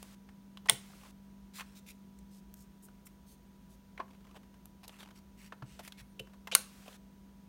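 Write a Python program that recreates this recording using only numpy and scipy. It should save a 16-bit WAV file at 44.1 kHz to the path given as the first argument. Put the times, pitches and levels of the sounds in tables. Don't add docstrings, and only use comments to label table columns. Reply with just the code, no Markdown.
import sys
import numpy as np
from scipy import signal
from scipy.fft import rfft, irfft
from scipy.io import wavfile
from scipy.ndimage import uniform_filter1d

SR = 44100
rng = np.random.default_rng(int(sys.argv[2]) if len(sys.argv) > 2 else 0)


def dump_mix(stems):
    frames = np.atleast_2d(stems).T
    limited = np.clip(frames, -1, 1)
    pcm = np.round(limited * 32767).astype(np.int16)
    wavfile.write(sys.argv[1], SR, pcm)


N = 329868

# start in seconds, relative level in dB, slot (0 near, 1 far),
# share of the blow that reaches the case in dB.
LATCH_SNAPS = [(0.6966, -1.5, 0, 2), (0.6975, -5.5, 0, 2), (6.5508, 1, 1, -3), (6.5535, -10.5, 1, 7.5)]
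# frequency in Hz, bandwidth in Hz, level in dB.
NEAR_SLOT_MODES = [(1050, 380, -16), (1996, 210, -16), (2900, 440, -22.5), (3507, 200, -8),
                   (4350, 150, -25.5), (5260, 150, -22), (7500, 240, -22.5), (9000, 350, -2.5),
                   (9330, 350, -13), (10050, 600, -5.5), (10800, 250, -18), (12120, 240, -24),
                   (14310, 400, -25.5), (15450, 600, -11.5)]
FAR_SLOT_MODES = [(1330, 290, -14.5), (2210, 250, -16), (2950, 250, -15), (3450, 900, -23.5),
                  (4310, 240, -9.5), (5630, 300, -24), (6440, 200, -13.5), (7400, 170, -20.5),
                  (8630, 340, -6.5), (9200, 230, -9.5), (9780, 440, -2.5), (11100, 640, -7.5),
                  (13000, 570, -5), (14000, 780, -17.5), (15840, 400, -21)]
# frequency in Hz, gain in dB.
CASE_COLOUR = [(120, -16.5), (300, -7), (520, -2), (750, -1.5), (1050, 3), (1400, 0.5), (2000, -1.5),
               (2900, 2.5), (4000, 0), (6000, -1), (9000, -2.5), (13000, -4.5), (16000, -11)]
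# frequency in Hz, 60 dB decay time in seconds, level in dB.
CASE_MODES = [(105, .1, -7), (125, 0.1, 0), (297, 0.087, 0), (361, 0.099, -5.5), (441, .09, -4),
              (518.8, .045, 0.5), (680, 0.04, -3), (865.4, .06, -4.5), (950, .06, -6), (1050, .033, -2),
              (1380, 0.041, 0.5), (1530, .09, -14.5), (2720, 0.0325, -4), (3014, 0.035, -3)]
# start in seconds, length in seconds,
# level in dB, lower edge in Hz, tilt above that edge in dB per octave.
EDGE_SCRAPES = [(0.686, 0.0098, -27, 1750, -10.5), (1.582, 0.049, -49, 1250, -12),
                (4.352, 0.027, -54.5, 430, -6), (4.831, .026, -54.5, 600, -4.5),
                (4.987, .056, -56.5, 2196, -6.5), (6.5147, .016, -35.5, 2700, -13),
                (6.53, 0.017, -40.5, 2880, -14)]
# start in seconds, length in seconds, level in dB, lower edge in Hz.
SKIN_STROKES = [ (1.534, 0.09, -50, 2000), (1.601, 0.18, -69, 1220), (1.748, 0.053, -59, 2110),
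                (1.86, 0.064, -54, 1900), (2.305, .1, -66.5, 4540), (2.555, 0.094, -64.5, 5200),
                (2.821, 0.05, -59, 8000), (3.053, .024, -55, 8980), (3.261, 0.098, -64, 4310),
                (3.690, 0.069, -69, 4500), (4.887, 0.12, -64, 910), (5.149, 0.048, -62.5, 1000),
                (5.37, 0.12, -60.5, 1400), (5.648, .15, -64, 1500), (5.826, 0.052, -55, 1200),
                (5.972, .046, -55.5, 1200), (6.873, 0.099, -62, 502)]
# start in seconds, relative level in dB,
# relative body in dB, treble in dB, main resonance in Hz.
PLASTIC_TICKS = [ (0.028, -42, -2, -1, 9000), (0.288, -55.5, -5, -16, 1880),
                 (0.572, -46.5, -11.5, -11, 3500), (0.657, -43.5, 0.5, -11.5, 935),
                 (0.673, -52, -6.5, 2, 9500), (1.596, -42.5, -14, -17, 2400),
                 (1.607, -38, -13, -14.5, 2390), (2.188, -55, -12, 4, 7780), (2.5401, -44, -12, 13, 15000),
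                 (2.884, -57.5, 0.5, -14.5, 1404), (3.068, -55.5, -16, -6, 2080),
                 (3.9765, -44.5, -8.5, -26, 2170), (3.9935, -44, 9.5, -25.5, 1100),
                 (3.9987, -33, -3, -34.5, 1080), (4.656, -46.5, 6, 8.5, 12500), (4.879, -42.5, 2, 8, 3860),
                 (4.893, -47.5, -6, -14, 3520), (5.030, -47, -10, -16, 3020), (5.109, -53.5, 1, -12, 3200),
                 (5.522, -40.5, -2.5, -24, 1380), (5.622, -46, 0, -21.5, 1394),
                 (5.7914, -45.5, -2, -6.5, 653), (5.801, -49.5, 4, -11, 2130),
                 (5.8765, -43, -5.5, 0.5, 2180), (5.9217, -45, -20.5, -8.5, 3560),
                 (6.195, -41, -22, -3.5, 3087), (6.472, -40, -7, -11, 1920), (6.879, -45, 5, -6.5, 2805)]
# start in seconds, relative level in dB, centre of the excited range in Hz.
CASE_RINGS = [(0.687, -27.5, 820), (0.697, -24, 710), (0.720, -36, 141), (0.718, -38, 430),
              (4.000, -40, 780), (5.524, -43, 1100), (5.624, -26.5, 177.4), (6.016, -41.5, 85.5),
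              (6.193, -27.5, 2850), (6.197, -36, 500), (6.203, -45, 125), (6.476, -39, 950),
              (6.523, -30.5, 640), (6.553, -21.5, 1600)]
# start in seconds, end in seconds,
# nominal start pitch in Hz, nominal end pitch in Hz, peak level in dB.
CONTACT_SQUEAKS = [(5.90, 6.07, 2170, 2200, -72), (6.01, 6.09, 9520, 9780, -79),
                   (6.085, 6.15, 9700, 8950, -76), (6.03, 6.125, 12700, 12300, -82)]
# start in seconds, end in seconds, relative middle level of the ticks in dB.
FINGER_FIDGETS = [(0.86, 1.08, -60), (4.08, 4.55, -63.5), (4.92, 5.18, -58), (6.27, 6.34, -62),
                  (6.82, 6.93, -58)]
# time in seconds, level in dB.
HUM_LEVEL = [(0, -56.5), (2.4, -56.5), (3.0, -62), (3.3, -62.5), (3.6, -59.5), (4.6, -60), (5.5, -59.5),
             (7.48, -59)]
# mean frequency in Hz, level in dB.
WEAK_TONES = [(59.5, -86), (147, -77), (246.5, -74), (655, -85), (854, -85.5), (975.3, -76)]
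# frequency in Hz, relative density in dB.
RUMBLE_COLOUR = [(15, -23), (30, -6), (55, 11.5), (85, -1.5), (125, -3), (175, 5), (230, -3.5), (290, -7),
                 (380, -33.5)]
AIR_COLOUR = [(150, -8.5), (300, 2.5), (400, 0.5), (520, -4), (800, -9), (1400, -11), (2400, -16),
              (3400, -16), (5000, -20), (6500, -18), (7700, -27.5), (9000, -20), (10500, -31.5),
              (13000, -22.5), (16000, -22)]
# frequency in Hz, 60 dB decay time in seconds, relative level in dB.
ROOM_DECAY = [(150, 0.39, 6), (500, .28, 1.5), (1400, 0.31, -4.5), (3700, .3, -3), (6000, 0.27, -1),
              (9500, 0.24, -1.5), (15000, 0.18, 2.5)]


def amp(db):
    return 10 ** (np.asarray(db) / 20)


def unit(x):
    return x / np.sqrt(np.mean(x ** 2) + 1e-20)


def read(points, hz):
    f, value = np.transpose(points)
    return np.interp(np.log(hz + 1), np.log(f + 1), value)


def add(mix, s, sound):
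    part = mix[max(round(s * SR), 0):][:len(sound)]
    part += sound[:len(part)]


def bins(size):
    return np.fft.rfftfreq(size, 1 / SR)


def noise(points):
    white = rfft(rng.standard_normal(N))
    return unit(irfft(white * amp(read(points, bins(N))), N))


def drift(rate_hz):
    white = rfft(rng.standard_normal(N))
    return unit(irfft(white * np.exp(-(bins(N) / rate_hz) ** 2), N))


def colour(x, gain_db):
    log_gain = np.log(amp(np.maximum(gain_db, -100)))
    circle = np.concatenate([log_gain, log_gain[-2:0:-1]])
    response = np.exp(np.conj(signal.hilbert(circle)))[:len(log_gain)]
    return irfft(rfft(x) * response)


def slot_ring(modes, t):
    ring = np.zeros(len(t))
    for k, (hz, width_hz, db) in enumerate(modes):
        sense = (-1) ** k
        ring += sense * amp(db) * np.exp(-np.pi * width_hz * t) * np.sin(2 * np.pi * hz * t)
    return ring


def latches(rise_s=0.00018, crack_db=-16, crack_t60_s=.018, case_db=-24, case_t60_s=.05,
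            case_top_hz=3800, size=8192):
    slots, shell = np.zeros((2, N))
    t, hz = np.arange(size) / SR, bins(size)
    case_gain = read(CASE_COLOUR, hz)
    dull_gain = case_gain - 10 * np.log10(1 + (hz / case_top_hz) ** 6)
    for s, db, slot, case_share_db in LATCH_SNAPS:
        blow = amp(db) * (1 - np.exp(-t / rise_s))
        ring = slot_ring([NEAR_SLOT_MODES, FAR_SLOT_MODES][round(slot)], t)
        sharp, dense = rng.standard_normal((2, size))
        crack = colour(sharp * amp(crack_db - 60 * t / crack_t60_s), case_gain)
        after_ring = colour(dense * amp(case_db - 60 * t / case_t60_s), dull_gain)
        add(slots, s, blow * ring)
        add(shell, s, blow * amp(case_share_db) * (crack + after_ring))
    return slots, shell


def rub(s, length_s, db, edge_hz, tilt_db, crest, fullness, grain_db=2.5, grain_size=70,
        ripple_db=3.0, case_share=0.36, size=16384):
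    t, hz = np.arange(size) / SR, bins(size) + 1
    slips, catch, spot = rng.standard_normal((3, size))
    grain = unit(uniform_filter1d(catch, grain_size))
    grains = unit(slips * amp(grain_db * grain))
    shape = tilt_db * np.log2(np.maximum(hz / edge_hz, 1))
    shape -= 10 * np.log10(1 + (edge_hz / hz) ** 6)
    ripple = unit(uniform_filter1d(spot, size=200))[:len(hz)]
    shape += case_share * read(CASE_COLOUR, hz) + ripple_db * ripple
    swell = np.interp(t / length_s, [0, min(crest, 1), 1], [0, 1, 0])
    pressure = np.sin(np.pi / 2 * swell) ** fullness
    return s, amp(db) * unit(colour(grains * pressure, shape)) * np.sqrt(np.mean(pressure ** 2))


def scrapes():
    out = np.zeros(N)
    for row in EDGE_SCRAPES:
        add(out, *rub(*row, crest=.42, fullness=0.39))
    return out


def strokes():
    out = np.zeros(N)
    for row in SKIN_STROKES:
        add(out, *rub(*row, tilt_db=-3.0, crest=0.64, fullness=0.57))
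    return out


def tick(s, db, body_db, treble_db, main_hz, level_db=3, rise_s=.0007, t60_s=0.035, shortening=0.6,
         peak_db=8, peak_octaves=.3, body_t60_s=.1, body_ring_db=-17, size=8192):
    t, hz = np.arange(size) / SR, bins(size) + 1
    burst, ring = rng.standard_normal((2, size))
    balance = [(700, body_db + 8.5), (1700, 0), (4000, min(treble_db, 0) / 2), (9000, treble_db)]
    shape = read(CASE_COLOUR, hz) + read(balance, hz)
    shape += peak_db * np.exp(-(np.log2(hz / main_hz) / peak_octaves) ** 2)
    shape -= 10 * np.log10(np.mean(amp(shape) ** 2))
    # small, high-pitched parts start and stop faster; rise_s and t60_s hold at 2000 Hz
    brevity = (main_hz / 2000) ** shortening
    onset = 1 - np.exp(-t * brevity / rise_s)
    contact = colour(burst * onset * amp(-60 * t * brevity / t60_s), shape)
    low_shape = shape - 10 * np.log10(1 + (hz / 1400) ** 4)
    body = colour(ring * onset * amp(body_ring_db - 60 * t / body_t60_s), low_shape)
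    return s, amp(db + level_db) * (contact + body)


def ticks():
    out = np.zeros(N)
    for row in PLASTIC_TICKS:
        add(out, *tick(*row))
    return out


def case_rings(rise_s=.004, reach_octaves=.5):
    out, t = np.zeros(N), np.arange(SR // 2) / SR
    for s, db, centre_hz in CASE_RINGS:
        ring = np.zeros(len(t))
        for hz, t60_s, mode_db in CASE_MODES:
            nearness = np.exp(-(np.log2(hz / centre_hz) / reach_octaves) ** 2)
            ring += nearness * amp(mode_db - 60 * t / t60_s) * np.sin(2 * np.pi * hz * t)
        add(out, s, amp(db) * (1 - np.exp(-t / rise_s)) * ring)
    return out


def squeaks(jitter=0.012):
    out, waver = np.zeros(N), drift(400)
    for start, end, first_hz, last_hz, db in CONTACT_SQUEAKS:
        size = max(round((end - start) * SR), 2)
        pitch_hz = np.linspace(first_hz, last_hz, size) * (1 + jitter * waver[:size])
        whistle = np.sin(2 * np.pi * np.cumsum(pitch_hz) / SR)
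        add(out, start, amp(db) * signal.windows.tukey(size, .5) * whistle)
    return out


def crackle(rate_per_s=55, spread_db=3, middle_hz=1700, spread_octaves=0.92):
    out = np.zeros(N)
    for start, end, db in FINGER_FIDGETS:
        count = round((end - start) * rate_per_s)
        for when, force, part in rng.random((count, 3)):
            s = start + when * (end - start)
            strength_db = db + spread_db * (2 * force - 1)
            main_hz = middle_hz * 2 ** (spread_octaves * (2 * part - 1))
            add(out, *tick(s, strength_db, body_db=0, treble_db=-9, main_hz=main_hz))
    return out


def room(x, delay_s=0.0017, build_s=.004):
    hz, t, z = signal.stft(rng.standard_normal(SR // 2), SR, nperseg=256)
    f, t60_s, db = np.transpose(ROOM_DECAY)
    band_db = read(np.c_[f, db], hz)[:, None]
    band_t60_s = read(np.c_[f, t60_s], hz)[:, None]
    tail = signal.istft(z * amp(band_db - 60 * t / band_t60_s), SR)[1]
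    since_delay = np.maximum(np.arange(len(tail)) / SR - delay_s, 0)
    tail *= 1 - np.exp(-since_delay / build_s)
    return signal.fftconvolve(x, tail / np.linalg.norm(tail))[:N]


def fan(hum_hz=196.6, flutter=0.1, wander=.001, rumble_db=-62, air_db=-68):
    t = np.arange(N) / SR
    turn = np.exp(2j * np.pi * hum_hz * t)
    unsteady = 1 + flutter * (drift(4) + 1j * drift(12))
    hum_db = np.interp(t, *np.transpose(HUM_LEVEL))
    out = amp(hum_db) * unit((turn * unsteady).real)
    for tone_hz, db in WEAK_TONES:
        pitch_hz = tone_hz * (1 + wander * drift(3.7))
        out += amp(db) * unit(np.sin(2 * np.pi * np.cumsum(pitch_hz) / SR))
    return out + amp(rumble_db) * noise(RUMBLE_COLOUR) + amp(air_db) * noise(AIR_COLOUR)


def scene(slot_room_db=-19, shell_room_db=-10, handling_room_db=-15):
    slots, shell = latches()
    handling = scrapes() + strokes() + ticks() + case_rings() + squeaks() + crackle()
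    to_room = amp(slot_room_db) * slots + amp(shell_room_db) * shell
    to_room += amp(handling_room_db) * handling
    return (slots + shell + handling + room(to_room) + fan())[None]


def record(dry, hold_s=0.413, hiss_db=-63, hiss_until_s=0.15, edge_hz=16150):
    t = np.arange(N) / SR
    loud = abs(dry[0]) > .2
    last_peak = np.maximum.accumulate(np.where(loud, t, -1))
    hissy = (t - last_peak < hold_s) | (t < hiss_until_s)
    hiss = noise([(200, 0), (1500, 5.5), (4000, 2.5), (8000, 0.5), (15000, -4.5)])
    hiss *= uniform_filter1d(hissy * 1., size=200)
    rounded = .9 * np.tanh((dry + amp(hiss_db) * hiss) / .9)
    low_pass = signal.firwin(255, edge_hz, window=("kaiser", 8), fs=SR)
    return signal.oaconvolve(rounded, low_pass[None], "same")


dry = scene()
out = record(dry)
dump_mix(out)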